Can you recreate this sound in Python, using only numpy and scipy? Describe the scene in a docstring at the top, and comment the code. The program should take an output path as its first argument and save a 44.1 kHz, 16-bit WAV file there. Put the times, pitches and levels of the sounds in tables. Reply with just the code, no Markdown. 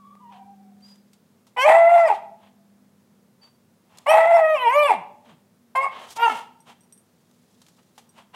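"""First a far-off dog howls over a humming motor; a bird chirps twice as the scene goes on.
Close by, in the corner of a wooden yard fence, a beagle gives two long hoarse bays and two short barks.
Its vocal folds buzz to make the tone, shake unevenly for the rasp, and slacken into a low creak at the
end of each call. Between calls it snuffs air through its muzzle, its paws tick on the leafy ground
and its collar tags clink."""
import sys
import numpy as np
from scipy import signal
from scipy.fft import rfft, irfft, next_fast_len
from scipy.io import wavfile
from scipy.ndimage import uniform_filter1d, minimum_filter1d, map_coordinates

SR = 44100
rng = np.random.default_rng(int(sys.argv[2]) if len(sys.argv) > 2 else 0)


def generate_wav(sig):
    """Save sig (samples, or channels by samples) to the path in sys.argv[1] as 16-bit PCM at SR."""
    pcm = np.round(np.clip(np.atleast_2d(sig).T, -1, 1) * 32767).astype(np.int16)
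    wavfile.write(sys.argv[1], SR, pcm)


N = 368235
TIME = np.arange(N) / SR

# Levels in the tables are relative: the functions set the final loudness.
# tone colour of the outdoor air: (frequency [Hz], level [dB])
AIR_COLOUR = [(24, -73), (40, -43), (64, -25), (87, -12), (124, -7.5), (199, -0.5), (249, -6.5),
              (269, -11.5), (455, -11.5), (733, -18), (896, -19), (3060, -30), (3300, -29), (8550, -31.5),
              (16000, -34)]
# swells of the distant motor: (peak time [s], length [s], level [dB])
MOTOR_SWELLS = [(0, .5, -55.5), (0.653, 0.81, -51), (2.611, 1.32, -61), (5.51, 2.4, -73), (8.35, 0.82, -73)]
# gliding notes: (start [s], end [s], first pitch [Hz], last pitch [Hz], level [dB])
HOWL_NOTES = [(-.06, 0.19, 1099, 1181, -49), (.2, 0.34, 974, 962, -43.5), (.3, .52, 799, 782, -44.5),
              (.48, .8, 774.6, 734, -57)]  # the far dog, falling in steps
BIRD_NOTES = [(.822, .885, 4677, 4990, -48.5), (.86, .95, 4960, 4860, -51), (3.415, 3.465, 4670, 4550, -49)]
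GRUNT_NOTES = [(4.93, 5.02, 262, 155.6, -42.5), (5.26, 5.36, 233.8, 154, -51),
               (6.29, 6.36, 331.7, 184, -42)]  # the beagle, soft and low after its calls
# how long echoes last: (frequency [Hz], time to fade by 60 dB [s])
YARD_FADE = [(200, 0.56), (700, 0.46), (2000, 0.41), (3200, 0.48), (6000, 0.38), (12000, 0.23)]
FAR_WALL_FADE = [(200, .8), (650, 0.96), (1000, .6), (4000, .4), (12000, .2)]
# bounces off the ground and the two fence walls: (delay [s], gain [ratio])
BOUNCES = [(.0019, 0.15), (.0046, 0.35), (.0087, .35)]
# collar tags knocking together: (time [s], level [dB])
CLINKS = [(6.6035, -44.5), (6.8074, -47), (6.8344, -51), (6.9247, -39.5), (6.977, -46), (8.092, -47.5)]
# a tag's ringing tones: (frequency [Hz], level [dB], time to fade by 60 dB [s])
TAG_TONES = [(5792, -2, 0.075), (8473, 3.5, 0.094), (9625, -9, 0.17), (11590, -8, 0.12),
             (15370, -15, 0.047)]
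# paws, twigs and lips: (time [s], level [dB], extra level of the dull body [dB], time to fade 60 dB [s])
TICKS = [(0.153, -54, 13, 0.011), (0.958, -51.5, -9, 0.019), (1.132, -49, -29, 0.072),
         (1.468, -52, -2, 0.11), (3.973, -43, -3, .04), (3.985, -34, -19, 0.019),
         (7.312, -52.5, -17, 0.016), (7.617, -48.5, -4, 0.051), (7.665, -48.5, -9, 0.039),
         (7.684, -50.5, -4, .05), (7.979, -43, 4.5, .09)]
# puffs through nose and mouth; the last is the breathy start of another bark, cut short:
# (peak time [s], length [s], body level [dB], high rush level [dB])
SNUFFS = [(0.351, 0.083, -54, -73), (0.895, 0.15, -65.5, -65), (2.135, 0.082, -44, -56.5),
          (2.452, 0.096, -57.5, -75.5), (3.455, .07, -60.5, -69.5), (3.969, 0.16, -59, -71),
          (4.941, .05, -42.5, -64.5), (5.295, 0.088, -54.5, -69.5), (5.954, .09, -42.5, -65),
          (6.04, .1, -45.5, -57.5), (6.115, 0.05, -55, -46.5), (6.171, 0.019, -42, -40),
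          (6.326, 0.17, -38.5, -47.5), (6.703, 0.06, -48, -59), (7.792, 0.034, -60.5, -86.5),
          (8.191, 0.067, -50.5, -62), (8.35, 0.021, -42.5, -63)]
# tone colours of snuffs and small knocks: (frequency [Hz], level [dB])
BODY_COLOUR = [(200, -21.5), (450, -10.5), (700, -4.5), (920, -0.5), (1250, -7.5), (1480, -12),
               (1900, -11.5), (2300, -13), (2650, -11), (3200, -10), (4200, -21), (6500, -38),
               (12000, -51.5)]  # the open muzzle
RUSH_COLOUR = [(2200, -7), (3500, -0.5), (5000, -2), (6500, -1.5), (8500, -4), (12000, -10), (16000, -19.5)]  # a bright rush of air
# tone colours of the voice: (frequency [Hz], level [dB])
MOUTH_COLOUR = [(350, -19.5), (460, -16.5), (520, -28), (590, -5.8), (680, -3.5), (800, 2), (925, 1),
                (1020, -7), (1170, -4), (1330, -6), (1650, -20), (1840, -25.5), (1900, -15), (2010, -18),
                (2100, -31)]  # shapes the three lowest harmonics (multiples of the pitch)
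THROAT_COLOUR = [(1500, -1.5), (1900, 5), (2400, 0.5), (2900, -4), (3300, -15.5), (3900, -26.5),
                 (4600, -27.5), (5300, -26.5), (6400, -36.5), (8000, -26.5), (9600, -28), (10500, -37),
                 (12500, -33), (15500, -51)]  # shapes the overtones above them
RASP_COLOUR = [(150, -44.5), (330, -32), (520, -30.5), (650, -4), (850, 6.5), (1050, -7), (1300, -16.5),
               (1480, -19), (2050, -11), (2300, -15.5), (2600, -20.5), (3000, -31.5), (3400, -28),
               (4200, -39.5), (5800, -49), (8000, -39), (15500, -55.5)]  # hoarse breath
HISS_COLOUR = [(2800, -9), (3400, 0.5), (4200, -2.5), (5100, -5.5), (6200, -8.5), (7800, -2), (9700, -3),
               (10500, -12), (12000, -10), (15500, -25)]  # air between the teeth
# the course of each call: (time [s], pitch [Hz], effort [dB], rasp [dB])
FIRST_BAY = [(1.563, 484, -21.5, -35), (1.59, 500, -7, -33), (1.63, 533, -5.5, -36),
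             (1.665, 606.4, -3.5, -23), (1.69, 616.5, -9, -9.5), (1.765, 674, -5.5, -19),
             (1.86, 676.5, -7, -29.5), (1.96, 686.5, -7, -22.5), (2.04, 666.4, -8, -27.5),
             (2.075, 620, -12.5, -28.5), (2.1, 448.5, -18, -24.5), (2.138, 387.3, -22, -37)]
SECOND_BAY = [(4.06, 517.6, -16, -30.5), (4.1, 628.7, -6.5, -23.5), (4.125, 648.2, -8, -13.5),
              (4.22, 654, -10, -19), (4.29, 673.9, -11, -26.5), (4.345, 687.3, -5, -26),
              (4.395, 652, -11.5, -21), (4.44, 633.7, -8, -39), (4.54, 626.3, -12, -41.5),
              (4.575, 530.8, -17.5, -40), (4.68, 457.5, -11, -45), (4.72, 517, -13.5, -33),
              (4.76, 583, -8, -39), (4.81, 599.3, -7.5, -40.5), (4.865, 572.4, -10, -36.5),
              (4.903, 456.8, -12.5, -21), (4.958, 320.2, -28.5, -30.5)]
FIRST_BARK = [(5.75, 511, -12.5, -34.5), (5.79, 534.9, -10, -39), (5.84, 551.3, -17.5, -25.5),
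              (5.887, 535.5, -25, -36.5)]
SECOND_BARK = [(6.162, 443.2, -44.5, -55.5), (6.195, 458, -28, -31), (6.235, 472.5, -13.5, -36),
               (6.265, 455.9, -16.5, -34), (6.29, 443.4, -25, -34), (6.335, 423.8, -30.5, -31)]
# how the mouth is held in each call:
# (course [table], jaw resonance [Hz], lip resonance [Hz], nose notch [Hz], upper overtones [dB])
CALLS = [(FIRST_BAY, 2480, 6600, 1300, -19.5), (SECOND_BAY, 2400, 11500, 1400, -16.5),
         (FIRST_BARK, 2130, 4700, 1680, -18.5), (SECOND_BARK, 2880, 5600, 2600, -10.5)]
# the creak that ends each call: (start [s], end [s], flap rate [Hz], depth [0-1])
CREAKS = [(2.098, 2.145, 85, 0.6), (4.892, 4.953, 93.3, 0.6), (5.841, 5.901, 98, 0.6),
          (6.274, 6.305, 59, 0.99)]


def amp(db):
    """Turn decibels into a gain."""
    return 10 ** (np.asarray(db) / 20)


def along(points, hz):
    """Read between (frequency, value) points on a log frequency axis."""
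    freqs, values = np.transpose(points)
    return np.interp(np.log(hz + 1), np.log(freqs + 1), values)


def wobble(rate):
    """A smooth curve through `rate` random points a second."""
    points = rng.standard_normal(int(N * rate / SR) + 4)
    return map_coordinates(points, [TIME * rate])


def filtered(x, response):
    """Scale each frequency in x by response(frequency)."""
    size = next_fast_len(N + SR // 2)
    return irfft(rfft(x, size) * response(np.fft.rfftfreq(size, 1 / SR)), size)[:N]


def noise(colour, gate=1):
    """Noise shaped in time by gate, then coloured and scaled to an average power of 1."""
    x = filtered(gate * rng.standard_normal(N), lambda hz: amp(along(colour, hz)))
    return x / np.sqrt(np.mean(x ** 2) + 1e-20)


def window(start, end, edge):
    """1 between start and end, with ramps outside."""
    return np.clip(1 + np.minimum(TIME - start, end - TIME) / edge, 0, 1)


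def swell(time, length):
    """A smooth bump of height 1 centred on time."""
    return np.exp(-(2 * (TIME - time) / length) ** 2)


def decay(time, fade_s):
    """A sudden start that fades by 60 dB in fade_s."""
    return (TIME >= time) * amp(-60 * np.clip((TIME - time) / fade_s, 0, 2))


def step(x, width):
    """Rises smoothly from 0 to 1 as x passes zero."""
    return (1 + np.tanh(x / (2 * width))) / 2


def phase_of(hz):
    """The running angle of a wave whose frequency moves."""
    return 2 * np.pi * np.cumsum(hz) / SR


def background(hum_hz=201, low_hum_db=-77, drone_hz=241, drone_db=-69, air_db=-62):
    """Still outdoor air, a motor's hum that swells and fades, and a faint wavering drone."""
    phase = phase_of(hum_hz * (1 + 0.0024 * wobble(2.7)))
    swells = sum(amp(db) * swell(time, length) for time, length, db in MOTOR_SWELLS)
    hum = swells * np.sin(phase) + amp(low_hum_db) * np.sin(phase / 2)
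    drone_gain = amp(drone_db + 3.5 * wobble(12))
    drone = drone_gain * np.sin(phase_of(drone_hz * (1 + .016 * wobble(13))))
    return np.sqrt(2) * (hum + drone) + amp(air_db) * noise(AIR_COLOUR)


def wall_echo(x, fade_times, delay_s):
    """Walls send back a blurred tail of sound whose treble dies first."""
    hz, t, spectrum = signal.stft(rng.standard_normal(SR), SR, nperseg=256)
    fade = amp(-60 * t / along(fade_times, hz)[:, None])
    tail = signal.istft(spectrum * fade, SR, nperseg=256)[1]
    tail = np.pad(tail / np.linalg.norm(tail), (int(delay_s * SR), 0))
    return signal.fftconvolve(x, tail)[:N]


def fence(x):
    """Close bounces boost some frequencies and cancel others, so gliding overtones swell and fade."""
    def response(hz):
        return 1 + sum(gain * np.exp(-2j * np.pi * hz * delay) for delay, gain in BOUNCES)
    power = 1 + sum(gain ** 2 for _, gain in BOUNCES)
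    return filtered(x, response) / np.sqrt(power)


def gliding_voice(notes, waver, overtone_db):
    """A howl, chirp or grunt: soft sliding notes that waver in pitch, with two weak overtones."""
    out = np.zeros(N)
    drift = 1 + waver * wobble(45)
    for start, end, first_hz, last_hz, db in notes:
        progress = np.clip((TIME - start) / (end - start), 0, 1)
        phase = phase_of((first_hz + progress * (last_hz - first_hz)) * drift)
        tone = np.sin(phase) + amp(overtone_db) * (np.sin(2 * phase) + np.sin(3 * phase))
        arch = np.sqrt(np.abs(np.sin(np.pi * progress)))
        out += amp(db) * arch * tone
    return out


def collar_tags(ring_db=-10, rattle_db=-14, rattle_s=0.0095):
    """Each clink is a tiny rattle that rings the tag's tones at new strengths."""
    ring, rattle = np.zeros(N), np.zeros(N)
    for time, db in CLINKS:
        rattle += amp(db + rattle_db) * decay(time, rattle_s)
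        for hz, tone_db, fade_s in TAG_TONES:
            strength = amp(db + tone_db + rng.normal(0, 3.0))
            ring += strength * decay(time, fade_s) * np.sin(2 * np.pi * hz * TIME)
    return amp(ring_db) * ring + rattle * noise(RUSH_COLOUR)


def ticks(snap_db=-5, body_db=-7, patter_db=-71):
    """Paws, twigs and lips make dry snaps with a duller body; wet leaves patter faintly near the end."""
    snap, body = np.zeros(N), np.zeros(N)
    for time, db, extra_db, fade_s in TICKS:
        hit = amp(db) * decay(time, fade_s)
        snap += amp(snap_db) * hit
        body += amp(body_db + extra_db) * hit
    patter = amp(patter_db + 3 * wobble(120)) * window(7.5, 7.75, edge=0.62)
    return (snap + patter) * noise(RUSH_COLOUR) + body * noise(BODY_COLOUR)


def snuffs(flutter_db=2):
    """Fluttering puffs through nose and mouth; the last is the breathy start of a bark, cut short."""
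    body, rush = np.zeros(N), np.zeros(N)
    for time, length, body_db, rush_db in SNUFFS:
        breath = swell(time, length)
        body += amp(body_db) * breath
        rush += amp(rush_db) * breath
    flutter = amp(flutter_db * wobble(120))
    return flutter * (body * noise(BODY_COLOUR) + rush * noise(RUSH_COLOUR))


def creak():
    """Slack vocal folds flap slowly: a gain that chops the voice into puffs."""
    gain = np.ones(N)
    for start, end, rate, depth in CREAKS:
        gain -= depth * window(start, end, edge=0.006) * np.cos(2 * np.pi * rate * (TIME - start))
    return gain


def peak(hz, centre_hz, width_hz):
    """A resonance: a hump of height 1 around one frequency."""
    return 1 / (1 + ((hz - centre_hz) / width_hz) ** 2)


def overtones(pitch, phase, jaw_hz, lip_hz, sounding, jaw_db=12, lip_db=6, ragged_db=8):
    """Harmonics 4 to 30 slide through the resonances of throat, jaw and lips at an even total power."""
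    orders = np.arange(4, 31)[:, None]

    def drift(rate):
        position = [TIME[sounding] * rate]
        return np.array([map_coordinates(rng.standard_normal(N // 100), position) for _ in orders])

    hz = orders * pitch[sounding]
    jaw = jaw_db * peak(hz, jaw_hz[sounding], width_hz=190)
    lips = lip_db * peak(hz, lip_hz[sounding], width_hz=1100)
    # each overtone swells, fades and wanders in phase on its own, the high ones most
    height = np.minimum(hz / 4500, 1)
    weights = amp(along(THROAT_COLOUR, hz) + jaw + lips + ragged_db * height * drift(30))
    wander = rng.uniform(0, 2 * np.pi, orders.shape) + 0.98 * height ** 3 * drift(170)
    waves = np.sin(orders * phase[sounding] + wander)
    out = np.zeros(N)
    out[sounding] = np.sum(weights * waves, axis=0) / np.linalg.norm(weights, axis=0)
    return out


def call_controls(course, jaw_hz, lip_hz, notch_hz, bright_db, notch_db=-20, hoot_hz=631, hoot_db=-21.5,
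                  bright_s=.105, grit_db=-25, catch_db=-9.5, catch_s=.013,
                  attack_s=0.0076, release_s=0.026, jaw_rise_hz=300, jaw_open_s=0.066):
    """One call's pitch and resonances, and its gains for three low harmonics, overtones and rasp."""
    times, *columns = np.transpose(course)
    pitch, effort_db, rasp_db = [np.interp(TIME, times, column) for column in columns]
    age = np.maximum(TIME - times[0], 0)
    hz = np.outer((1, 2, 3), pitch)
    nose = notch_db * peak(hz, notch_hz, width_hz=202)  # the nose swallows one narrow band
    low = amp(effort_db + along(MOUTH_COLOUR, hz) + nose)
    # every call opens bright; after that, high notes turn to a hoot and lose their overtones
    hoot = step(pitch - hoot_hz, width=6) * step(age - bright_s, width=.018)
    grit = amp(rasp_db + grit_db)  # rasping folds slap shut and add overtones
    upper = np.hypot(amp(effort_db + bright_db + hoot_db * hoot), grit)
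    catch = amp(effort_db + catch_db) * np.exp(-age / catch_s)  # the folds catch before they settle
    rasp = amp(rasp_db) + catch
    gate = np.clip(age / attack_s, 0, 1) * np.clip(.5 + (times[-1] - TIME) / release_s, 0, 1)
    jaw = jaw_hz - jaw_rise_hz * np.exp(-age / jaw_open_s)  # climbs as the mouth opens
    return np.array([pitch, jaw, np.full(N, lip_hz)]), gate * np.vstack([low, upper, rasp])


def beagle(jitter=.005, rough_jitter=.03, rasp_db=-1, hiss_db=-34, sputter_db=3.0):
    """Vocal folds buzz, shake unevenly when forced, and let out a puff of noisy air each cycle."""
    tuning, levels = 0, 0
    for course, *mouth in CALLS:
        call_tuning, gains = call_controls(course, *mouth)
        tuning = np.where(TIME >= course[0][0], call_tuning, tuning)
        levels = levels + gains
    note, jaw_hz, lip_hz = tuning
    *low_gains, upper, rasp = levels
    rough = rasp / (np.linalg.norm(levels, axis=0) + 1e-9)  # the hoarse share of the voice
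    forced = np.clip(rough / 0.15, 0, 1)  # 0 where the folds swing cleanly
    pitch = note * (1 + jitter * (.8 + forced) * wobble(70) + rough_jitter * rough * wobble(420))
    phase = phase_of(pitch)

    def shake(k):
        """A fluttering gain; in a forced voice, a higher k flutters more deeply."""
        flutter_db = (0.85 + 2.0 * k * forced) * wobble(65)
        return amp(flutter_db + (k - 1) * rough * wobble(330))

    low = sum(gain * shake(k) * np.sin((k + 1) * phase) for k, gain in enumerate(low_gains))
    high = upper * shake(0.4) * overtones(pitch, phase, jaw_hz, lip_hz, sounding=upper > 0)
    airflow = (1 + 0.17 * np.cos(phase)) * amp(sputter_db * wobble(260))  # uneven bursts
    hoarse = amp(rasp_db) * rasp * noise(RASP_COLOUR, airflow)
    hiss = amp(hiss_db) * (upper + rasp) * noise(HISS_COLOUR, airflow)
    flaps = creak()
    return flaps * (np.sqrt(2) * low + hoarse) + fence(flaps * (np.sqrt(2) * high + hiss))


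def scene():
    """The beagle is close, with little echo; the distant dog and bird carry more."""
    near = beagle() + gliding_voice(GRUNT_NOTES, waver=.06, overtone_db=-13)
    near += snuffs() + ticks() + collar_tags()
    howl = gliding_voice(HOWL_NOTES, waver=0.0269, overtone_db=-28.5)
    bird = gliding_voice(BIRD_NOTES, waver=0.00543, overtone_db=-33)
    yard_echo = wall_echo(amp(-14) * (near + bird) + amp(-4) * howl, YARD_FADE, delay_s=.018)
    late_echo = amp(-34) * wall_echo(near, FAR_WALL_FADE, delay_s=0.094)
    return (near + amp(-2) * (howl + bird) + yard_echo + late_echo + background())[None]


def record(dry, ceiling=0.69, limiter_s=0.0011, bass_cut_hz=62, top_hz=15850):
    """A fast limiter holds down the peaks; the small microphone drops deep bass and the top treble."""
    span = 2 * int(limiter_s * SR / 2) + 1
    needed_gain = ceiling / np.maximum(np.abs(dry[0]), ceiling)
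    limited = dry[0] * uniform_filter1d(minimum_filter1d(needed_gain, span), span)
    return filtered(limited, lambda hz: (hz < top_hz) * hz ** 2 / np.hypot(hz ** 2, bass_cut_hz ** 2))[None]


dry = scene()
out = record(dry)
generate_wav(out)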